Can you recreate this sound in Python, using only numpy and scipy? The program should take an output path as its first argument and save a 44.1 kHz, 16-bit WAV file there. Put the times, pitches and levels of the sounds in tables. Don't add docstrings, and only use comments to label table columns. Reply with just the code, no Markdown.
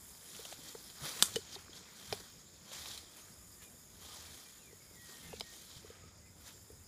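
import sys
import numpy as np
from scipy import signal
from scipy.fft import rfft, irfft, next_fast_len
from scipy.io import wavfile
from scipy.ndimage import uniform_filter1d

SR = 44100
rng = np.random.default_rng(int(sys.argv[2]) if len(sys.argv) > 2 else 0)


def boost_factor(decibels):
    exponent = np.asarray(decibels, float) / 20
    return 10 ** exponent


def bounce(signal):
    frames = np.transpose(np.atleast_2d(signal))
    limited = np.clip(frames, -1, 1)
    pcm = np.round(limited * 32767).astype(np.int16)
    wavfile.write(sys.argv[1], SR, pcm)


N = 303097

# frequency in Hz, level in dB per Hz.
AIR_COLOUR = [(150, -17.5), (250, -1), (380, 7.5), (775, -4), (2090, -10.5), (2900, -39.5), (3500, -3),
              (4340, -13), (5800, -11), (7000, 0), (8500, -10), (10200, -16.5), (14700, -25.5), (16000, -9)]
# frequency in Hz, level in dB per Hz.
WIND_COLOUR = [(15, -42), (30, -16.5), (55, -4), (85, -12), (160, -4), (225, -6.5), (330, -19),
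               (520, -38.5)]
# peak in seconds, level in dB, length in seconds.
GUSTS = [(0.0, -59, 0.16), (0.44, -67, .25), (1.02, -88, 0.06), (1.325, -60.5, 0.204), (1.596, -64, 0.496),
         (2.144, -58, 0.079), (2.562, -65, .15), (2.887, -59.5, 0.26), (3.432, -59.5, 0.21),
         (3.658, -67, .1), (4.285, -60, .12), (4.05, -65.5, 0.34), (4.917, -64, 0.4), (5.36, -61, .15),
         (5.85, -63, .3), (6.15, -63, 0.68), (6.735, -60, 0.31)]
# peak in seconds, level in dB, length in seconds.
JOLTS = [
    (0.414, -63, 0.066),
    (0.73, -62, 0.16),
    (1.036, -50.5, 0.027),
    (1.23, -53, .05),
    (1.359, -53, 0.04),
    (2.133, -61, 0.19),
    (5.338, -60, 0.23),
    (6.74, -71, .1),
]
# centre in Hz, width in Hz, level in dB.
INSECTS = [
    (7010, 90, -70.5),
    (7250, 170, -72.5),
    (5050, 610, -70.5),
    (6660, 290, -71),
]
# time in seconds, level in dB.
CHORUS = [(0.0, 0.1), (0.5, 2.5), (1.0, 2.5), (1.7, 0.1), (2.5, 0.1), (3.3, 0.1), (4.2, 0.1), (5.0, 0.1),
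          (5.8, -1.5), (6.87, -1.5)]
# start in seconds, end in seconds, start in Hz, end in Hz, level in dB.
BIRD_NOTES = [(3.2, 3.29, 1150, 1270, -75), (3.36, 3.6, 1220, 1200, -79), (3.52, 3.585, 1720, 1880, -77),
              (3.575, 3.635, 1890, 1680, -72), (3.605, 3.66, 2880, 2860, -72),
              (3.625, 3.69, 2480, 2410, -70), (4.001, 4.192, 1230, 1210, -71),
              (4.45, 4.49, 2460, 2350, -71), (4.585, 4.635, 2710, 2700, -75), (4.615, 4.7, 2580, 2290, -76),
              (4.67, 4.705, 2330, 2290, -71), (4.689, 4.73, 2090, 2040, -74.5),
              (4.7, 4.772, 2000, 1860, -74), (4.785, 4.83, 2260, 2240, -72), (4.82, 4.93, 2250, 2210, -80),
              (4.92, 5.005, 2110, 2140, -75), (4.94, 5.21, 1950, 1835, -66.5),
              (5.18, 5.3, 1840, 1815, -67.5), (5.2, 5.335, 2100, 2090, -69), (5.29, 5.35, 1780, 1690, -72),
              (5.34, 5.43, 1680, 1880, -72), (5.337, 5.473, 2290, 2250, -68), (5.28, 5.39, 2590, 2560, -71),
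              (5.26, 5.39, 2800, 2760, -73), (5.41, 5.54, 1900, 1850, -66.5), (5.89, 5.97, 1300, 1260, -72),
              (6.01, 6.1, 1280, 1250, -72), (6.22, 6.262, 2030, 2010, -77),
              (6.255, 6.295, 2070, 2090, -72.5), (6.252, 6.29, 2580, 2300, -74)]
# start in seconds, peak in dB, frequency in Hz, length in seconds.
KNOCKS = [(0.395, -48.5, 453, 0.02), (0.592, -51, 300, 0.0079), (0.752, -44, 450, 0.017),
          (1.2262, -35, 430, 0.005), (1.3655, -31, 454, 0.018), (1.387, -47, 410, 0.018),
          (1.563, -51.5, 394, 0.031), (1.696, -52, 360, 0.01), (2.128, -39, 415, 0.023),
          (2.206, -53, 406, 0.0083), (2.718, -51.5, 560, 0.012), (4.051, -61, 390, 0.016),
          (4.731, -53, 434, 0.016), (4.913, -56, 400, 0.0076), (5.094, -58, 380, 0.017),
          (5.338, -42, 456, 0.013), (5.412, -48.5, 450, 0.014), (5.848, -52, 432, 0.018),
          (5.904, -48.5, 463, 0.016), (6.039, -59, 455, 0.014), (6.704, -52, 443, 0.016)]
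# start in seconds, peak in dB, frequency in Hz, length in seconds.
HEELS = [
    (0.549, -76, 110, 0.03),
    (1.025, -46, 150, 0.057),
    (1.2258, -38, 210, 0.012),
    (1.358, -46, 200, 0.018),
    (2.122, -48.5, 120, 0.029),
    (2.149, -62, 129, 0.026),
    (5.769, -50, 112, 0.017),
]
# start in seconds, peak in dB, frequency in Hz, T60 in seconds.
THUDS = [(0.452, -48.5, 651, 0.016), (0.524, -41.5, 663, 0.01), (0.748, -46.5, 783, 0.028),
         (1.193, -52, 1160, 0.02), (1.2243, -38, 1143, 0.012), (1.357, -46, 620, 0.027),
         (1.5605, -45, 776, 0.02), (1.681, -48, 1400, 0.015), (2.125, -40, 794, 0.023),
         (2.127, -33.5, 590, 0.026), (2.856, -46, 1070, 0.022), (4.048, -55, 696, 0.02),
         (5.329, -40.5, 676, 0.0093), (5.4055, -40, 760, 0.03)]
# start in seconds, peak in dB, frequency in Hz, T60 in seconds.
CLACKS = [
    (0.5241, -46, 1750, 0.016),
    (0.7484, -49, 1510, 0.019),
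    (1.2239, -33, 1400, 0.03),
    (1.357, -40, 1800, 0.049),
    (2.125, -44, 2540, 0.04),
    (3.6256, -56, 2520, 0.015),
    (5.3304, -46, 2590, 0.015),
    (5.4085, -44, 2350, 0.0057),
]
# frequency in Hz, peak in dB, T60 in seconds.
STICKS = [
    (1.2244, .0003, [(1110, -28, .016), (1390, -22, .014), (1650, -26, .01), (2455, -33, .016), (3150, -21, .007), (3476, -14, .009), (3900, -12, .006), (4550, -12, .006), (5700, -22, .012), (6800, -20, .014), (7350, -20, .012), (7750, -16, .012), (8200, -20, .01)]),
    (1.3578, .0012, [(900, -44, .016), (1560, -40, .02), (1880, -36, .025), (2394, -35, .025), (3008, -30, .03), (4484, -36, .025), (5258, -29, .017), (6469, -32, .017), (8293, -31, .018), (13500, -44, .01)]),
    (2.1255, .0006, [(773, -28, .025), (980, -33, .012), (1505, -38, .016), (1870, -41, .016), (2386, -33, .022), (3124, -35, .022), (4000, -40, .012), (4600, -37, .012), (5119, -28, .02), (5600, -36, .012)]),
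    (5.4082, .0006, [(1328, -44, .016), (2298, -35, .012), (3172, -34, .014), (3500, -37, .01), (3950, -36, .01), (4500, -31, .009), (5100, -25.5, .011), (7090, -43, .014), (8500, -42, .008), (11500, -36, .005)]),
    (1.528, .002, [(4900, -40, .035)]),
    (1.552, .0015, [(3700, -38, .02), (4400, -36, .02)]),
    (1.699, .001, [(5150, -48, .015)]),
    (1.73, .001, [(3300, -44, .02)]),
]
# start in seconds, peak in dB, crack in Hz, sizzle in dB against the crack.
TWIGS = [(0.3466, -45, 3280, -11), (0.365, -40, 6000, -4), (0.4513, -38.5, 3300, 1.5),
         (0.5257, -43, 3680, 3), (0.5404, -47, 5890, -5), (0.7484, -52, 4690, -7), (0.788, -48, 5250, -9),
         (0.867, -47, 4950, -7), (0.8998, -43.5, 4170, -10), (1.068, -42, 4410, -5),
         (1.5294, -46, 4800, -3), (1.5528, -42, 4000, -6), (1.699, -55, 5040, -6), (1.73, -54, 3300, -4),
         (1.7633, -49, 4460, -12), (2.2023, -44.5, 5140, -12), (2.717, -45, 3500, -9),
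         (2.75, -44, 3240, -13), (2.7764, -49, 4300, -11), (2.857, -38, 3180, -12), (2.913, -40, 3940, -12),
         (2.976, -39, 4010, 2), (3.6256, -53, 4540, -9), (4.0476, -46.5, 3720, -14)]
# start in seconds, peak in dB, crack in Hz,
# sizzle in dB against the crack, splinter T60 in seconds.
NEAR_BREAKS = [
    (1.1942, -39.5, 3460, -6, 0.013),
    (1.2241, -19, 4300, 7, 0.02),
    (1.3585, -33, 4000, 4, 0.039),
    (1.3615, -35, 3300, -1.5, 0.023),
    (2.1258, -33, 4500, -1.5, 0.036),
    (5.3982, -38, 4600, 3, 0.011),
    (5.4082, -44, 3500, -3, 0.008),
    (5.4083, -40, 4760, -3, 0.0099),
]
# start in seconds, peak in dB, crack in Hz, sizzle in dB
CRACKLES = [(1.032, -44, 5500, -3), (1.052, -43, 3400, -6), (1.113, -43, 4300, -3), (1.24, -37, 6500, 1.5),
            (1.256, -35, 5500, 1.5), (1.265, -38, 6200, -1.5), (1.072, -42, 3800, 1.5),
            (1.15, -45, 4800, -3), (1.17, -45, 4400, -3), (2.81, -46, 4500, -4), (2.885, -45, 5000, -4),
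            (2.94, -46, 3600, -4), (4.2, -50, 4200, -4), (4.27, -50, 3600, -4), (4.4, -51, 4600, -4),
            (1.545, -44, 4200, -3), (1.776, -47, 4600, -4), (3.63, -52, 3600, -4), (5.535, -50, 3300, -6),
            (5.615, -50, 4800, -6), (5.645, -51, 4600, -6), (5.713, -50, 4600, -1.5),
            (5.775, -49, 4000, -1.5), (5.9, -54, 3500, -3)]
# frequency in Hz, level in dB per Hz.
LEAF_COLOUR = [(120, -39), (250, 1), (450, -3), (800, -2.5), (1200, -1), (2000, -1.5), (2500, -3),
               (2950, -7), (3120, 7), (3900, 5.5), (5600, 3.5), (7200, 2.5), (8500, -3), (10300, -1),
               (12500, -5.5), (14800, -8), (16000, -8.5)]
# peak in seconds, crush in dB, rise in seconds, fall in seconds,
# sliding scuff in dB against the crush.
SHUFFLES = [(0.36, -56, .25, 0.79, -4.5), (0.53, -60, 0.26, 0.051, -2), (0.684, -55.5, 0.093, .12, -3.5),
            (0.9, -61.5, .2, 0.042, -5), (1.062, -45.5, 0.081, 0.17, -0.5), (1.21, -48.5, 0.1, 0.16, 1),
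            (1.34, -49.5, 0.036, 0.084, -11), (1.551, -51.5, 0.13, 0.013, -6), (1.6, -61.5, 0.08, 0.15, 0),
            (1.764, -54, 0.051, 0.081, -7), (2.115, -54.5, 0.34, 0.3, -2.5), (2.69, -61.5, 0.048, .1, -2),
            (2.735, -50.5, 0.032, 0.31, -4), (2.9, -51, 0.26, 0.18, -4), (3.182, -62.5, .08, 0.21, 1.5),
            (3.63, -62, .04, .05, 1), (4.02, -67, 0.049, 0.14, 6), (4.116, -54.5, 0.17, 0.5, -5),
            (4.37, -62, 0.29, 0.2, -1.5), (5.097, -58, 0.14, 0.58, -4), (5.385, -63.5, 0.19, .07, -14),
            (5.558, -59, 0.34, 0.31, -5.5), (5.78, -59.5, 0.35, 0.06, -5), (5.87, -65, .08, .3, -9),
            (6.484, -56, 0.092, 0.075, -2.5)]
# peak in seconds, level in dB, rise in seconds, fall in seconds.
DRAGS = [
    (1.6, -63, .1, .12),
    (1.46, -63, .15, 0.34),
    (5.27, -64.5, 0.16, .1),
    (5.97, -64.5, 0.31, 0.26),
    (2.7, -68, .2, 0.37),
    (1.88, -65.5, 0.32, .15),
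    (4.2, -64.5, 0.18, 0.26),
]
# time in seconds, level in dB.
BREEZE = [(0.0, -59), (0.25, -61), (0.94, -63), (1.45, -83), (1.7, -82), (1.9, -73), (2.4, -71.5),
          (2.62, -72.5), (3.6, -63.5), (3.9, -67.5), (4.5, -65), (4.72, -68), (4.95, -65.5), (5.28, -63.5),
          (5.4, -74), (5.56, -63.5), (6.1, -76.5), (6.6, -66.5), (6.87, -69)]

AIR_DB, CALM_DB, BUFFET_DB = -65.5, -76, -66.5
CLEAR_HZ, WAVER_HZ, WAVER_PER_HZ = 1850, 11.5, 0.045
TWIG_T60_S, SIZZLE_HZ, SIZZLE_SPREAD = 0.025, 7510, 0.025
TICK_DB, TICK_HZ, TICK_TOP_DB = -6.5, 2000, -39.5
STROKE_DB = 14.5
DRAG_DB, FIZZ_DB = -1.5, -0.5
BREEZE_CRUSH_DB, BREEZE_FIZZ_DB, BREEZE_DRAG_DB = -11.5, 3.0, -72
DRAG_FOLLOWS = 0.33
EDGE_HZ = 15400


def evened(x):
    return x / np.sqrt(np.mean(x ** 2) + 1e-20)


def read(points, hz):
    f, value = np.transpose(points)
    return np.interp(np.log(hz + 1), np.log(f + 1), value)


def curve(rows):
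    s, value = np.transpose(rows)
    return np.interp(np.arange(N) / SR, s, value)


def add(mix, s, sound):
    part = mix[round(s * SR):][:len(sound)]
    part += sound[:len(part)]


def colour(x, points):
    size = next_fast_len(len(x))
    gain = boost_factor(read(points, np.fft.rfftfreq(size, 1 / SR)))
    return evened(irfft(rfft(x, size) * gain, size)[:len(x)])


def band(x, lo_hz, hi_hz):
    return signal.sosfilt(signal.butter(2, [lo_hz, hi_hz], "band", fs=SR, output="sos"), x)


def drift(seconds):
    size = max(round(seconds * SR), 2)
    once = uniform_filter1d(rng.standard_normal(N), size)
    return evened(uniform_filter1d(once, size))


def patchy(points, patchy_db):
    frames, hz = N // 128 + 5, np.fft.rfftfreq(512, 1 / SR)
    a, b, patches = rng.standard_normal((frames, 257, 3)).T
    patches = evened(uniform_filter1d(uniform_filter1d(patches, 7, 0), 20, 1))
    z = (a + 1j * b) * boost_factor(read(points, hz)[:, None] + patchy_db * patches)
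    return evened(signal.istft(z, nperseg=512, noverlap=384)[1][:N])


def strokes(s, db, rise, fall):
    late = np.arange(0, N, 64)[None] / SR - s[:, None]
    before = -late / np.maximum(rise, 0.01)[:, None]
    after = late / np.maximum(fall, 0.01)[:, None]
    return boost_factor(2 * (db[:, None] - STROKE_DB * np.maximum(before, after)))


def level(power):
    return np.interp(np.arange(N), np.arange(0, N, 64), np.sqrt(power))


def struck(noise, hz, width, t60, sharp=8.0):
    t = np.arange(len(noise)) / SR
    splinters = (t == 0) * sharp + noise * boost_factor(-60 * t / t60)
    ring = band(splinters, hz / width, hz * width)
    return ring / abs(ring).max()


def air():
    return boost_factor(AIR_DB) * patchy(AIR_COLOUR, 2.55)


def swells(rows, floor_db):
    s, db, length = np.transpose(rows)
    return level(strokes(s, db, length, length).sum(0) + boost_factor(2 * floor_db))


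def wind():
    port = evened(band(rng.standard_normal(N), 68, 102))
    buffet = colour(rng.standard_normal(N), WIND_COLOUR)
    pressure = 0.92 * swells(GUSTS, CALM_DB) * port + swells(JOLTS, BUFFET_DB) * buffet
    return boost_factor(1.73 * drift(0.041)) * pressure


def insects():
    mix, chorus_db = np.zeros(N), curve(CHORUS)
    for hz, width_hz, db in INSECTS:
        throb_db = 2.06 * drift(0.035) + 1.6 * drift(0.16)
        shimmer = evened(band(rng.standard_normal(N), hz - width_hz / 2, hz + width_hz / 2))
        mix += boost_factor(db + chorus_db + throb_db) * shimmer
    return mix


def bird():
    mix, waver = np.zeros(N), drift(0.0044)
    for start, end, start_hz, end_hz, db in BIRD_NOTES:
        waver_hz = WAVER_HZ + WAVER_PER_HZ * abs(start_hz - CLEAR_HZ)
        size = round((end - start) * SR)
        hz = np.linspace(start_hz, end_hz, size) + waver_hz * waver[round(start * SR):][:size]
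        whistle = np.sin(2 * np.pi * np.cumsum(hz) / SR) * signal.windows.tukey(size, 0.35)
        add(mix, start, boost_factor(db + 4) * whistle)
    t = np.arange(9000) / SR
    trunks = rng.standard_normal(9000) * boost_factor(-60 * t / 0.3)
    smear = signal.oaconvolve(mix, trunks / np.linalg.norm(trunks))[:N]
    return mix * boost_factor(2.0 * drift(0.02)) + 0.42 * smear


def knocks(rows):
    mix = np.zeros(N)
    for s, db, hz, length in rows:
        t = np.arange(round(3 * max(length, 0.004) * SR)) / SR
        x = t / length
        swell = (x * 2.52) ** 0.56 * np.exp(1.5 - 1.33 * x * 3.14 - 0.6 * x ** 4)
        add(mix, s - 0.002, boost_factor(db) * swell * np.sin(2 * np.pi * hz * t))
    return mix


def thuds(rows, width):
    mix = np.zeros(N)
    for s, db, hz, t60 in rows:
        add(mix, s + 0.000965, boost_factor(db) * struck(rng.standard_normal(2000), hz, width, t60))
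    return mix


def sticks():
    mix, t = np.zeros(N), np.arange(3000) / SR
    for s, swell, modes in STICKS:
        rise = 1 - np.exp(-(t / max(swell, 1e-4)) ** 2)
        ring = np.zeros(len(t))
        for hz, db, t60 in modes:
            ring += boost_factor(db - 60 * t / t60) * np.cos(2 * np.pi * hz * (t - swell))
        add(mix, s, -rise * ring)
    return mix


def snaps(near, twigs, rings):
    breaks = near + [(*row, TWIG_T60_S) for row in twigs]
    crack, sizzle = rings.copy(), np.zeros(N)
    for s, db, hz, sizzle_db, t60 in breaks:
        noise = rng.standard_normal((3, 1500))
        sizzle_hz = SIZZLE_HZ * (1 + SIZZLE_SPREAD * noise[1, 0])
        top_db, tick_db = db + sizzle_db - 9.0, min(db + TICK_DB, TICK_TOP_DB)
        add(crack, s + 0.0006, -boost_factor(db) * struck(noise[0], hz, 1.187, t60, sharp=3.0))
        add(sizzle, s + 0.0005, -boost_factor(db + sizzle_db) * struck(noise[1], sizzle_hz, 1.237, t60))
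        add(sizzle, s + 0.0005, -boost_factor(top_db) * struck(noise[2], 10300, 1.32, 1.6 * t60, sharp=3.0))
        add(crack, s + 0.0006, boost_factor(tick_db) * struck(noise[2], TICK_HZ, 2.6, 0.4 * t60))
    t = np.arange(5000) / SR
    decay = boost_factor(-60 * t / 0.0295) + 0.32 * boost_factor(-60 * t / 0.28)
    scatter = rng.standard_normal((2, 5000)) * decay
    scatter = scatter / np.linalg.norm(scatter[0]) * boost_factor([[-11.0], [-3.0]])
    echoes = signal.oaconvolve(np.array([crack, sizzle]), scatter, axes=1)[:, :N].sum(0)
    return crack + sizzle + echoes


def leaf_cracks():
    busy = 2500 / SR * boost_factor(2.3 * drift(0.006))
    size = boost_factor(2.9 * np.minimum(rng.exponential(1, N), 5)) * (rng.random(N) < busy)
    leaf, t, cracks = rng.integers(0, 16, N), np.arange(500) / SR, np.zeros(N)
    for k, hz in enumerate(np.geomspace(500, 14000, num=16)):
        ring = np.sin(2 * np.pi * hz * t) * np.exp(-t * hz / 2.9) * np.minimum(t * hz / 1.22, 1)
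        cracks += signal.oaconvolve(size * (leaf == k), ring * hz / 3500)[:N]
    return cracks


def litter():
    fast = next_fast_len(N)
    spectrum = rfft(leaf_cracks(), fast)
    flat = irfft(spectrum / uniform_filter1d(abs(spectrum) + 1e-9, 3000), fast)[:N]
    mixed = 0.58 * colour(flat, LEAF_COLOUR) + 0.99 * patchy(LEAF_COLOUR, 1.6)
    return mixed * boost_factor(0.96 * drift(0.0053))


def leaf_powers():
    s, db, rise, fall, scuff_db = np.transpose(SHUFFLES)
    feet, breeze_db = strokes(s, db, rise, fall), curve(BREEZE)[::64]
    scuff = (feet * boost_factor(2 * scuff_db)[:, None]).sum(0)
    low_breeze_db = BREEZE_DRAG_DB + DRAG_FOLLOWS * (breeze_db - breeze_db.mean())
    drag = scuff * boost_factor(2 * DRAG_DB) + boost_factor(2 * low_breeze_db) + strokes(*np.transpose(DRAGS)).sum(0)
    crush = feet.sum(0) + boost_factor(2 * (breeze_db + BREEZE_CRUSH_DB))
    fizz = scuff * boost_factor(2 * FIZZ_DB) + boost_factor(2 * (breeze_db + BREEZE_FIZZ_DB))
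    return drag, crush, fizz


def leaves():
    fast = next_fast_len(N)
    spectrum, hz = rfft(litter(), fast), np.fft.rfftfreq(fast, 1 / SR)
    heavy = 1 / (1 + (hz / 3020) ** 40)
    fine = 1 / (1 + (7600 / (hz + 1)) ** 8)
    mix = np.zeros(N)
    for share, power in zip((heavy, 1 - heavy - fine, fine), leaf_powers()):
        mix += evened(irfft(spectrum * share, fast)[:N]) * level(power)
    return mix


def scene():
    background = air() + wind() + insects() + bird()
    ground = knocks(KNOCKS) + knocks(HEELS)
    wood = thuds(THUDS, 1.25) + thuds(CLACKS, 1.217) + snaps(NEAR_BREAKS, TWIGS, sticks())
    litter_mix = leaves() + snaps([], CRACKLES, np.zeros(N))
    return (background + ground + wood + litter_mix)[None]


def top_cut(x):
    return signal.sosfilt(signal.butter(12, 16470, fs=SR, output="sos"), x)


def record(dry):
    low_pass = signal.firwin(1023, EDGE_HZ, window=("kaiser", 4), fs=SR)
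    limited = signal.oaconvolve(dry, low_pass[None], "same")
    return top_cut(limited + boost_factor(-36) * (dry - limited))


dry = scene()
out = record(dry)
bounce(out)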